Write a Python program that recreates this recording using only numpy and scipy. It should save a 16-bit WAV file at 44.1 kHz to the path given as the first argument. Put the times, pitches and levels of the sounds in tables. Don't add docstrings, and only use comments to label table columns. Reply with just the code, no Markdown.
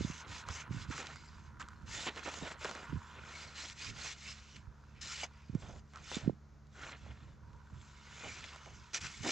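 import sys
import numpy as np
from scipy import signal
from scipy.fft import rfft, irfft, next_fast_len
from scipy.io import wavfile

SR = 44100
rng = np.random.default_rng(int(sys.argv[2]) if len(sys.argv) > 2 else 0)


def wav_record(signal):
    frames = np.transpose(np.atleast_2d(signal))
    bounded = np.clip(frames, -1, 1)
    quanta = np.round(bounded * 32767).astype(np.int16)
    wavfile.write(sys.argv[1], SR, quanta)


def magnitude_from_level(level_db):
    exponent = np.asarray(level_db, float) / 20
    return 10 ** exponent


N = 410571


# (start t/s, bite t/s, hold t/s, level/dB, swell over the hold/dB)
STROKES = [(-.02, 0.011, .23, -51.5, -3.5), (.255, 0.075, 0.086, -49, -4), (.45, 0.069, 0.099, -51, 0),
           (.69, 0.038, 0.11, -56, 2), (.86, .06, .09, -53, 2), (1.59, 0.011, 0.013, -59.5, 5.5),
           (1.85, 0.1, 0.12, -45, -0.5), (2.135, 0.04, 0.027, -54.5, -8), (2.22, 0.027, 0.28, -51, -2),
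           (2.57, 0.062, 0.23, -50.5, -14), (3.17, 0.25, 0.11, -51.5, -9.5), (3.52, 0.077, 0.13, -46.5, -8),
           (3.75, 0.071, .08, -47, -1), (3.93, 0.13, 0.073, -43.5, -7), (4.15, .13, 0.045, -49.5, -2),
           (4.555, 0.0071, 0.018, -55, -30), (5.009, 0.0048, 0.23, -49, 4), (5.58, 0.025, 0.19, -62, -6.5),
           (5.82, 0.15, 0.073, -68, 3), (6.01, .11, 0.035, -47.5, 3.5), (6.69, .14, .09, -59, 1),
           (8.931, 0.0036, .01, -45.5, -1), (8.942, 0.0032, 0.03, -36.5, -5.5),
           (9.0, 0.013, 0.057, -46, -0.5), (9.07, .01, 0.16, -50.5, -6.5), (9.21, 0.059, 0.051, -40, 5.5)]


def stroke_gain():
    return efforts(STROKES, fall_db_per_s=799)


# (start t/s, bite t/s, hold t/s, level/dB, swell over the hold/dB)
SLIDES = [(0.95, 0.025, 0.51, -52.5, -20), (1.62, 0.039, 0.25, -74, -6), (2.804, 0.09, 0.55, -67.5, 1.5),
          (3.71, 0.072, 0.61, -59.5, -3), (4.293, 0.041, 0.24, -61.5, -0.5), (4.66, 0.17, 0.32, -77.5, 5),
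          (2.08, 0.029, 0.13, -61.5, 1), (5.256, 0.049, 0.28, -74.5, 3.5), (6.148, 0.021, 0.1, -49, -15.5),
          (6.928, 0.052, 0.35, -66.5, -9), (7.4, 0.09, .17, -82, 5), (7.619, 0.21, 0.17, -66, -1),
          (7.915, 0.37, .26, -52, -6), (8.45, 0.11, 0.42, -60.5, -6)]


def slide_gain():
    return efforts(SLIDES, fall_db_per_s=250)


# (f/Hz, level per Hz/dB)
GRIT_SPECTRUM = [(500, -30), (800, -17.5), (1300, -0.5), (2400, 1.5), (3500, -1), (5200, 0.5), (7000, -2),
                 (7700, -4), (8300, -11), (9700, -8), (10800, -17), (12500, -19), (15500, -39)]
# (f/Hz, width/Hz, level/dB)
BLADE_MODES = [(2230, 65, -5), (3800, 20, 1), (3840, 210, -9), (5960, 26, -24), (7900, 1000, -2)]


def grit():
    sand = grains(14000 * magnitude_from_level(1.5 * drift(43)), spread_db=3.5)
    modes = ringing(sand, 1800, 7800, cycles=30.0, count=20, patchy_db=5.0)
    sand = rms_one(sand) + 0.65 * rms_one(modes)
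    pressed = colour(sand + 0.63 * resonances(sand, BLADE_MODES), GRIT_SPECTRUM)
    dull = signal.butter(1, 6500, fs=SR, output="sos")
    loose = signal.sosfilt(dull, pressed[::-1])
    return magnitude_from_level(0.5) * (stroke_gain() * rms_one(pressed) + slide_gain() * rms_one(loose))


# (start t/s, length t/s, crunch level/dB, tray rumble level/dB)
LUMPS = [(.482, 0.055, -46, -51), (.908, 0.12, -38.5, -54), (.975, 0.16, -40.5, -45.5),
         (1.597, 0.051, -44, -53), (2.064, 0.044, -32, -36), (2.155, 0.1, -39.5, -43.5),
         (2.245, 0.12, -38.5, -39), (2.338, 0.05, -39, -38), (2.41, 0.035, -44, -39),
         (2.45, .035, -38, -44), (2.5, 0.059, -38.5, -44), (2.645, 0.047, -34, -33.5),
         (2.687, 0.037, -41, -37.5), (2.707, 0.042, -49, -41), (2.748, 0.11, -42.5, -43),
         (5.228, 0.03, -40, -44), (5.545, 0.032, -55, -52), (5.62, .04, -47.5, -43.5),
         (5.67, 0.026, -64, -53), (6.11, 0.17, -44, -45), (2.608, 0.045, -42, -48), (7.03, 0.059, -57, -60),
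         (8.23, 0.058, -45, -41.5), (8.44, 0.02, -50, -45.5), (8.52, 0.062, -48, -49),
         (8.66, 0.049, -59, -48), (8.929, 0.063, -47, -43), (9.04, 0.051, -44, -63)]
# (start t/s, length t/s, crunch level/dB, tray rumble level/dB)
CHURNS = [(-.2, 0.87, -50, -57), (.48, 0.14, -47, -57), (.68, 0.2, -49, -77), (1.86, 0.3, -60, -50),
          (2.34, .045, -42, -41), (2.85, 0.77, -48.5, -56), (3.53, 0.15, -46, -52), (3.76, 0.41, -50, -60),
          (3.93, 0.18, -52, -54), (4.17, 0.21, -53, -66), (4.98, 0.24, -57, -78), (5.58, 0.2, -57, -51),
          (5.92, 0.087, -46.5, -50), (6.72, 0.23, -40, -47), (6.9, 0.39, -57.5, -59),
          (7.95, 0.55, -48.5, -56), (9.225, 0.072, -46, -32)]


def lump_gain(column):
    rows = []
    for table, bite_share, sag_db in [(LUMPS, 0.1, -9.5), (CHURNS, 0.56, -5.5)]:
        for start, length, *levels_db in table:
            bite, hold = length * bite_share, length * (1 - bite_share)
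            rows.append((start, bite, hold, levels_db[column], sag_db))
    return efforts(rows, fall_db_per_s=493)


# (crunch level/dB, rumble level/dB)
LUMPS_IN_SAND_DB = (-4, -12)
# (f/Hz, level per Hz/dB)
CRUNCH_SPECTRUM = [(500, -28), (800, -3.5), (1300, 7), (2200, 1), (3000, -2), (4200, -6.5), (6000, -42)]


def lumps():
    carried = np.hypot(stroke_gain(), slide_gain())
    crunch_gain, rumble_gain = [np.hypot(lump_gain(k), magnitude_from_level(db) * carried)
                                for k, db in enumerate(LUMPS_IN_SAND_DB)]
    breaks = grains(2500 * magnitude_from_level(4.5 * drift(28)), spread_db=-0.5)
    modes = ringing(breaks, 503, 4020, cycles=11.5, count=14, patchy_db=3.0)
    crunch = colour(rms_one(breaks) + 0.7 * rms_one(modes), CRUNCH_SPECTRUM)
    rumble = band(breaks, 201, 877) * magnitude_from_level(2.3 * drift(27))
    return magnitude_from_level(-7.0) * crunch_gain * rms_one(crunch) + magnitude_from_level(-7.5) * rumble_gain * rms_one(rumble)


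# (start t/s, length t/s, level/dB, f/Hz, width/Hz)
SINGING = [(.02, 0.037, -55, 3560, 200), (0.523, 0.15, -59, 2270, 350), (2.068, 0.033, -43, 2950, 1200),
           (2.24, .08, -55, 2350, 400), (3.55, 0.11, -55, 4080, 400), (3.8, .1, -61, 2800, 500),
           (4.009, 0.11, -55, 2250, 500), (4.23, 0.13, -59, 2380, 400), (4.927, 0.11, -67, 2298, 902),
           (5.096, 0.056, -54, 2300, 300), (5.941, 0.054, -53, 1270, 500), (6.12, 0.054, -53, 2350, 350),
           (1.595, .04, -48, 1350, 600), (2.8, .2, -63, 2270, 1490), (5.238, .02, -48, 701, 300),
           (5.288, 0.19, -70, 2170, 900), (7.06, .012, -56.5, 600, 600), (7.4, .32, -67, 961, 90),
           (8.14, 0.29, -54.5, 2330, 350), (8.235, 0.041, -52, 700, 400), (8.508, 0.065, -60, 1050, 500),
           (8.577, 0.085, -61, 1080, 600), (8.662, 0.033, -57, 594, 400), (9.031, .045, -49, 1340, 596),
           (9.24, .07, -43, 290, 120)]


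def singing():
    out = np.zeros(N + SR)
    sand = grains(3000, spread_db=3.5)
    for s, length, db, hz, width in SINGING:
        i, count = round(s * SR), round(length * SR)
        mode = resonances(sand[i:i + count], [(hz, width, 0)])
        mode = resonances(mode, [(hz, 2 * width, 0)])
        out[i:i + count] += magnitude_from_level(db) * np.sqrt(np.hanning(count)) * rms_one(mode)
    return out[:N]


# (peak t/s, peak level/dB, f/Hz, spread/octave)
TICKS = [(.2056, -40, 1110, 0.76), (.4873, -29, 1180, .5), (.9115, -32, 1700, 1), (.9294, -38, 1680, .8),
         (.9798, -30, 1470, 0.86), (1.0295, -38, 1280, .9), (1.0601, -37, 3100, 1.4),
         (1.0699, -29, 2600, 1.54), (1.1018, -43, 1640, .9), (1.1591, -37, 1270, 0.88),
         (1.5985, -40, 1300, 0.83), (1.6065, -40, 1300, 0.56), (1.6171, -34.5, 1420, 0.95),
         (1.627, -40, 2900, .5), (1.6865, -38, 1320, 0.7), (2.0744, -27, 2600, 1.3),
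         (2.081, -31, 3200, 1.35), (2.0875, -29, 2800, 0.85), (2.0935, -33, 2004, 1.7),
         (2.1614, -38, 2510, 0.73), (2.1768, -35, 2400, 0.64), (2.1937, -35, 1770, 1.2),
         (2.2525, -37, 2280, 0.52), (2.289, -35, 1200, 0.7), (2.341, -28, 1500, 2.1), (2.611, -38, 1550, 1),
         (2.6463, -25.5, 1570, 0.65), (2.6547, -26, 1500, 1.8), (2.694, -33, 1700, .9),
         (2.7127, -30, 1500, .55), (2.7518, -31.5, 1630, 0.77), (3.6998, -30.5, 3280, 1.1),
         (4.5659, -42, 2530, 0.71), (5.0193, -37, 2880, .9), (5.2402, -29, 4000, 2.2),
         (5.5506, -41, 700, 1.5), (5.936, -43.5, 1390, 1.1), (5.959, -38.5, 955, 1.04),
         (5.9737, -42, 1450, 0.45), (6.1163, -29, 790, 2.1), (7.5319, -51, 1800, 2),
         (7.8148, -48, 3000, 1.1), (8.4418, -33, 2600, 1.01), (8.535, -43, 1000, .9),
         (8.5606, -36, 990, 1.47), (8.6601, -37.5, 1201, 2.4), (8.7062, -46, 1770, 1.3),
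         (8.9465, -21, 3800, 1.5), (9.2481, -30.5, 1410, 1.2)]
STRAYS_S = [1.643, 1.735, 1.822, 5.336, 5.375, 5.42, 5.73, 6.67, 7.973, 8.899]
# (peak level/dB, f/Hz, spread/octave)
STRAY = (-54.5, 4500, 1.4)


def ticks():
    out, t = np.zeros(N + SR), np.arange(SR // 40) / SR
    hits = TICKS + [(s, *STRAY) for s in STRAYS_S]
    noise = rng.standard_normal((len(hits), len(t)))
    for (s, db, hz, octaves), burst in zip(hits, noise):
        contact = np.sign(burst[0]) * (t == 0) + 0.07 * burst * np.exp(-t / 0.003)
        edge = 2 ** (max(octaves, 0.2) / 2)
        tick = band(contact, hz / edge, min(hz * edge, 9000))
        tick = tick + 0.22 * band(contact, 2200, 7500)
        first = round(s * SR) - np.abs(tick).argmax()
        out[first:][:len(t)] += magnitude_from_level(db - 1.0) * tick / np.abs(tick).max()
    return out[:N]


# (f/Hz, level/dB, t60/s)
TRAY_MODES = [(700, -2, .03), (2290, 0, .035), (2840, -8, .025), (4970, -8, .02)]
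# (t/s, peak level/dB)
CLANKS = [
    (5.230, -31),
    (9.290, -33),
]


def clanks():
    out, t = np.zeros(N + SR), np.arange(SR // 5) / SR
    contact = rng.standard_normal((len(CLANKS), len(t))) * t * np.exp(-t / 0.0035)
    modes = [(hz, 2.2 / t60, level_db) for hz, level_db, t60 in TRAY_MODES]
    for (s, db), push in zip(CLANKS, contact):
        ring = resonances(push, modes)
        out[round(s * SR):][:len(t)] += magnitude_from_level(db) * ring / np.abs(ring).max()
    return out[:N]


# (t/s, firing f/Hz, drone level/dB, clatter level/dB)
ENGINE = [(0, 75.26, -59.5, -47.5), (.75, 75.4, -60, -48), (1.25, 75.24, -59.5, -55.5),
          (2, 73.77, -60.5, -50), (2.9, 74.33, -61, -47), (4.2, 70.76, -60, -64), (5.2, 72.2, -59.5, -57.5),
          (6.3, 71.53, -59.5, -74.5), (7.3, 71, -60.5, -64.5), (7.6, 70.96, -59.5, -61),
          (8.2, 70.84, -60.5, -54.5), (9.31, 70.96, -65.5, -58.5)]
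# (multiple, level/dB)
DRONE_ORDERS = [(1, 0), (2, -6.5), (3, -10.5), (4, -24), (6, -25.5)]
# (f/Hz, width/Hz, level/dB)
CASING_MODES = [(957, 95, 6.5), (1443, 247, 5), (1270, 3700, -20)]


def engine():
    hz, drone_db, clatter_db = in_time(ENGINE)
    turns = np.cumsum(hz * (1 + 0.0033 * drift(3))) / SR
    drone = 0
    for order, db in DRONE_ORDERS:
        tone = np.sin(2 * np.pi * (round(order) * turns + rng.random()))
        drone = drone + np.sqrt(2) * magnitude_from_level(db + 0.7 * drift(6.6)) * tone
    firing = 0.38 + np.exp(-4.0 * (turns % 1))
    rattle = rng.standard_normal(N) * firing * magnitude_from_level(1.5 * drift(23))
    clatter = rms_one(resonances(rattle, CASING_MODES))
    return magnitude_from_level(drone_db) * drone + magnitude_from_level(clatter_db - 9.0) * clatter


# (t/s, peak level/dB, f/Hz, push +1 or pull -1)
JOLTS = [(0.011, -27, 263, -1), (0.049, -36, 295, -1), (0.052, -27, 187, 1), (0.103, -34, 195, 1),
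         (0.505, -40, 96, 1), (0.701, -36, 96.3, -1), (0.712, -31.5, 178, -1), (0.75, -34, 159, -1),
         (0.771, -33, 123, 1), (0.887, -45, 70, 1), (0.8938, -34, 112, -1), (0.9038, -38, 260, 1),
         (0.909, -36.5, 239, -1), (1.84, -41, 78.5, 1), (2.425, -37.5, 233, -1), (2.436, -42, 230, -1),
         (2.928, -38, 187, -1), (2.933, -29, 188, 1), (2.949, -32, 103, -1), (2.962, -33.5, 168, -1),
         (2.975, -33.5, 110, -1), (4.683, -40.5, 70, -1), (5.501, -34, 158, -1), (5.535, -41, 150, -1),
         (5.544, -40, 200, 1), (5.5552, -22, 174, 1), (6.171, -28.5, 240, -1), (6.246, -43.5, 117.0, -1),
         (6.265, -32.5, 163, -1), (6.28, -17.5, 212, 1), (6.2977, -25, 423, -1), (6.305, -34, 180, -1),
         (9.212, -39, 118, 1), (9.272, -35, 274, 1)]


def jolts():
    out, t = np.zeros(N + SR), np.arange(-SR // 20, SR // 20) / SR
    for s, db, hz, push in JOLTS:
        turns = t * hz
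        early = np.minimum(turns, 0)
        late = turns - early
        swing = np.cos(2 * np.pi * (0.87 * turns - 0.55 * early ** 2 - 0.054 * late ** 2))
        shape = np.exp(-(early / 0.63) ** 4 - late / 0.83)
        out[round(s * SR):][:len(t)] += np.sign(push) * magnitude_from_level(db) * swing * shape
    dull = signal.lfilter([0.12], [1, -0.88], out)
    left = dull[SR // 20 + 25:][:N]
    right = out[SR // 20:][:N]
    return np.array([left, right]) * magnitude_from_level([[-5.0], [3.2]])


# (full strength t/s, hold t/s, level/dB)
GUSTS = [(0.0, 0.033, -37), (0.284, .03, -48), (0.5, 0.022, -50), (0.7, 0.24, -47.5), (1.16, 0.78, -54.5),
         (1.82, 0.21, -55), (2.428, 0.027, -51), (2.908, 0.046, -45.5), (3.108, 0.19, -60),
         (3.86, 0.044, -48.5), (4.55, 0.013, -54), (4.64, 0.027, -56), (4.96, .02, -56),
         (5.523, 0.25, -51.5), (6.25, 0.032, -43.5), (7.042, 0.024, -50.5), (7.177, 0.36, -54),
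         (7.728, 0.043, -51), (8.242, 0.034, -53), (8.68, 0.092, -52.5), (9.032, 0.024, -50),
         (9.204, 0.034, -48)]


def wind():
    rise_s, calm_db = 0.051, -62.5
    rows = [(s - rise_s, rise_s, hold, db, 0) for s, hold, db in GUSTS]
    gusts = efforts(rows, fall_db_per_s=158)
    level_db = 20 * np.log10(np.hypot(gusts, magnitude_from_level(calm_db)))
    shared, own = rng.standard_normal((2, N)) * magnitude_from_level(2.8 * drift(16))
    ports = np.array([0.55 * np.roll(shared, -20) + 0.14 * own, shared - 0.14 * own])
    low, high = rms_one(band(ports, 43, 145.3)), rms_one(band(ports, 80, 410))
    high_db = np.minimum(0.5 * (level_db - 13.0), 0)
    return magnitude_from_level(level_db - 1.0) * (low + high * magnitude_from_level(high_db))


# (f/Hz, level per Hz/dB)
AIR_SPECTRUM = [(20, -20), (50, 11.5), (80, -0.5), (200, -14.5), (350, -9.5), (750, -12.5), (1300, -11),
                (3000, -26.5), (6400, -24), (7700, -34), (8400, -50), (10500, -48), (15700, -47)]


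def air():
    mid, side = colour(rng.standard_normal((2, N)), AIR_SPECTRUM)
    side = side + 2.2 * band(side, 11000, 16000)
    return magnitude_from_level(-66.0) * rms_one(np.array([mid + 0.3 * side, mid - 0.3 * side]))


# (f/Hz, level/dB)
TOP = [(7700, 0), (8300, -9), (10500, -14), (11200, -20), (15000, -18)]


def dull_top(x):
    return colour(x, TOP)


# (f/Hz, phase/rad)
LEFT_LEAD = [(0, 0), (260, 0.2), (1030, -0.3), (2760, -0.5), (8100, -0.0)]
# (f/Hz, level/dB)
LEFT_LOUDER = [(60, 0), (200, -1), (1000, -2.5), (4500, -1), (8000, 1), (9500, 4), (13000, -2)]
# (f/Hz, level/dB)
SCATTER = [(150, -28), (400, -15), (1000, -17), (4000, -16), (7000, -14), (9000, -10), (12000, -5)]


def port_pair(x):
    size = next_fast_len(N + 2000)
    hz = np.arange(size // 2 + 1) * SR / size
    tilt = magnitude_from_level(at_hz(LEFT_LOUDER, hz) / 2) * np.exp(0.5j * at_hz(LEFT_LEAD, hz))
    direct = irfft(rfft(x, size) * np.array([tilt, 1 / tilt]), size)[:, :N]
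    return direct + colour(x * drift(130), SCATTER) * [[1], [-1]]


def efforts(rows, fall_db_per_s):
    t, power = np.arange(0, N + 20, 20) / SR, 1e-12
    for start, rise, hold, db, swell_db in rows:
        rise, hold = max(rise, 0.002), max(hold, 0.002)
        since = t - start - rise
        fall_db = fall_db_per_s * np.maximum(since - hold, 0)
        level_db = db + swell_db * np.clip(since / hold, 0, 1) - fall_db
        onset = np.clip(1 + since / rise, 0, 1) ** 1.24
        power = power + (onset * magnitude_from_level(level_db)) ** 2
    return np.interp(np.arange(N) / SR, t, np.sqrt(power))


def grains(per_s, spread_db):
    sizes = magnitude_from_level(spread_db * np.minimum(rng.exponential(1, N), 4)) * rng.choice([-1, 1], N)
    return sizes * (rng.random(N) < per_s / SR) + 1e-9


def ringing(clicks, low_hz, high_hz, cycles, count, patchy_db):
    dealt = rng.integers(0, count, N)
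    pitches = np.geomspace(low_hz, high_hz, count) * rng.uniform(0.93, 1.04, count)
    free = magnitude_from_level(patchy_db * drift(7.6))
    out = 0
    for k, hz in enumerate(pitches):
        struck = clicks * (dealt == k) * np.roll(free, k * N // count) + 1e-12
        out = out + resonances(struck, [(hz, hz / cycles, 0)]) * np.sqrt(cycles)
    return out


def resonances(x, peaks):
    out = 0
    for k, (hz, width, db) in enumerate(peaks):
        r = np.exp(-np.pi * width / SR)
        top = [(1 - r * r) / 2, 0, (r * r - 1) / 2]
        bottom = [1, -2 * r * np.cos(2 * np.pi * hz / SR), r * r]
        out = out + (-1) ** k * magnitude_from_level(db) * signal.lfilter(top, bottom, x)
    return out


def colour(x, spectrum):
    size = next_fast_len(N)
    hz = np.arange(size // 2 + 1) * SR / size
    return irfft(rfft(x, size) * magnitude_from_level(at_hz(spectrum, hz)), size)[..., :N]


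def band(x, low_hz, high_hz):
    return signal.sosfilt(signal.butter(2, [low_hz, high_hz], "band", fs=SR, output="sos"), x)


def drift(rate):
    r = np.exp(-40 * np.pi * rate / SR)
    chance = rng.standard_normal(N // 20 + 2002)
    slow = signal.lfilter([1], [1, -2 * r, r * r], chance)[2000:]
    return np.interp(np.arange(N) / 20, np.arange(len(slow)), rms_one(slow))


def rms_one(x):
    return x / np.sqrt(np.mean(x ** 2) + 1e-20)


def in_time(rows):
    s, *columns = np.transpose(rows)
    return [np.interp(np.arange(N) / SR, s, c) for c in columns]


def at_hz(points, hz):
    p = np.array(points, float)
    return np.interp(np.log(hz + 1), np.log(p[:, 0] + 1), p[:, 1])


def scene():
    barrow = grit() + lumps() + singing() + ticks() + clanks()
    return port_pair(dull_top(barrow) + engine()) + jolts() + wind() + air()


def top_cut(x):
    return signal.sosfilt(signal.butter(12, 15750, fs=SR, output="sos"), x)


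def record(dry):
    mix = signal.sosfilt(signal.butter(1, 22, "high", fs=SR, output="sos"), dry)
    return top_cut(mix)


dry = scene()
out = record(dry)
wav_record(out)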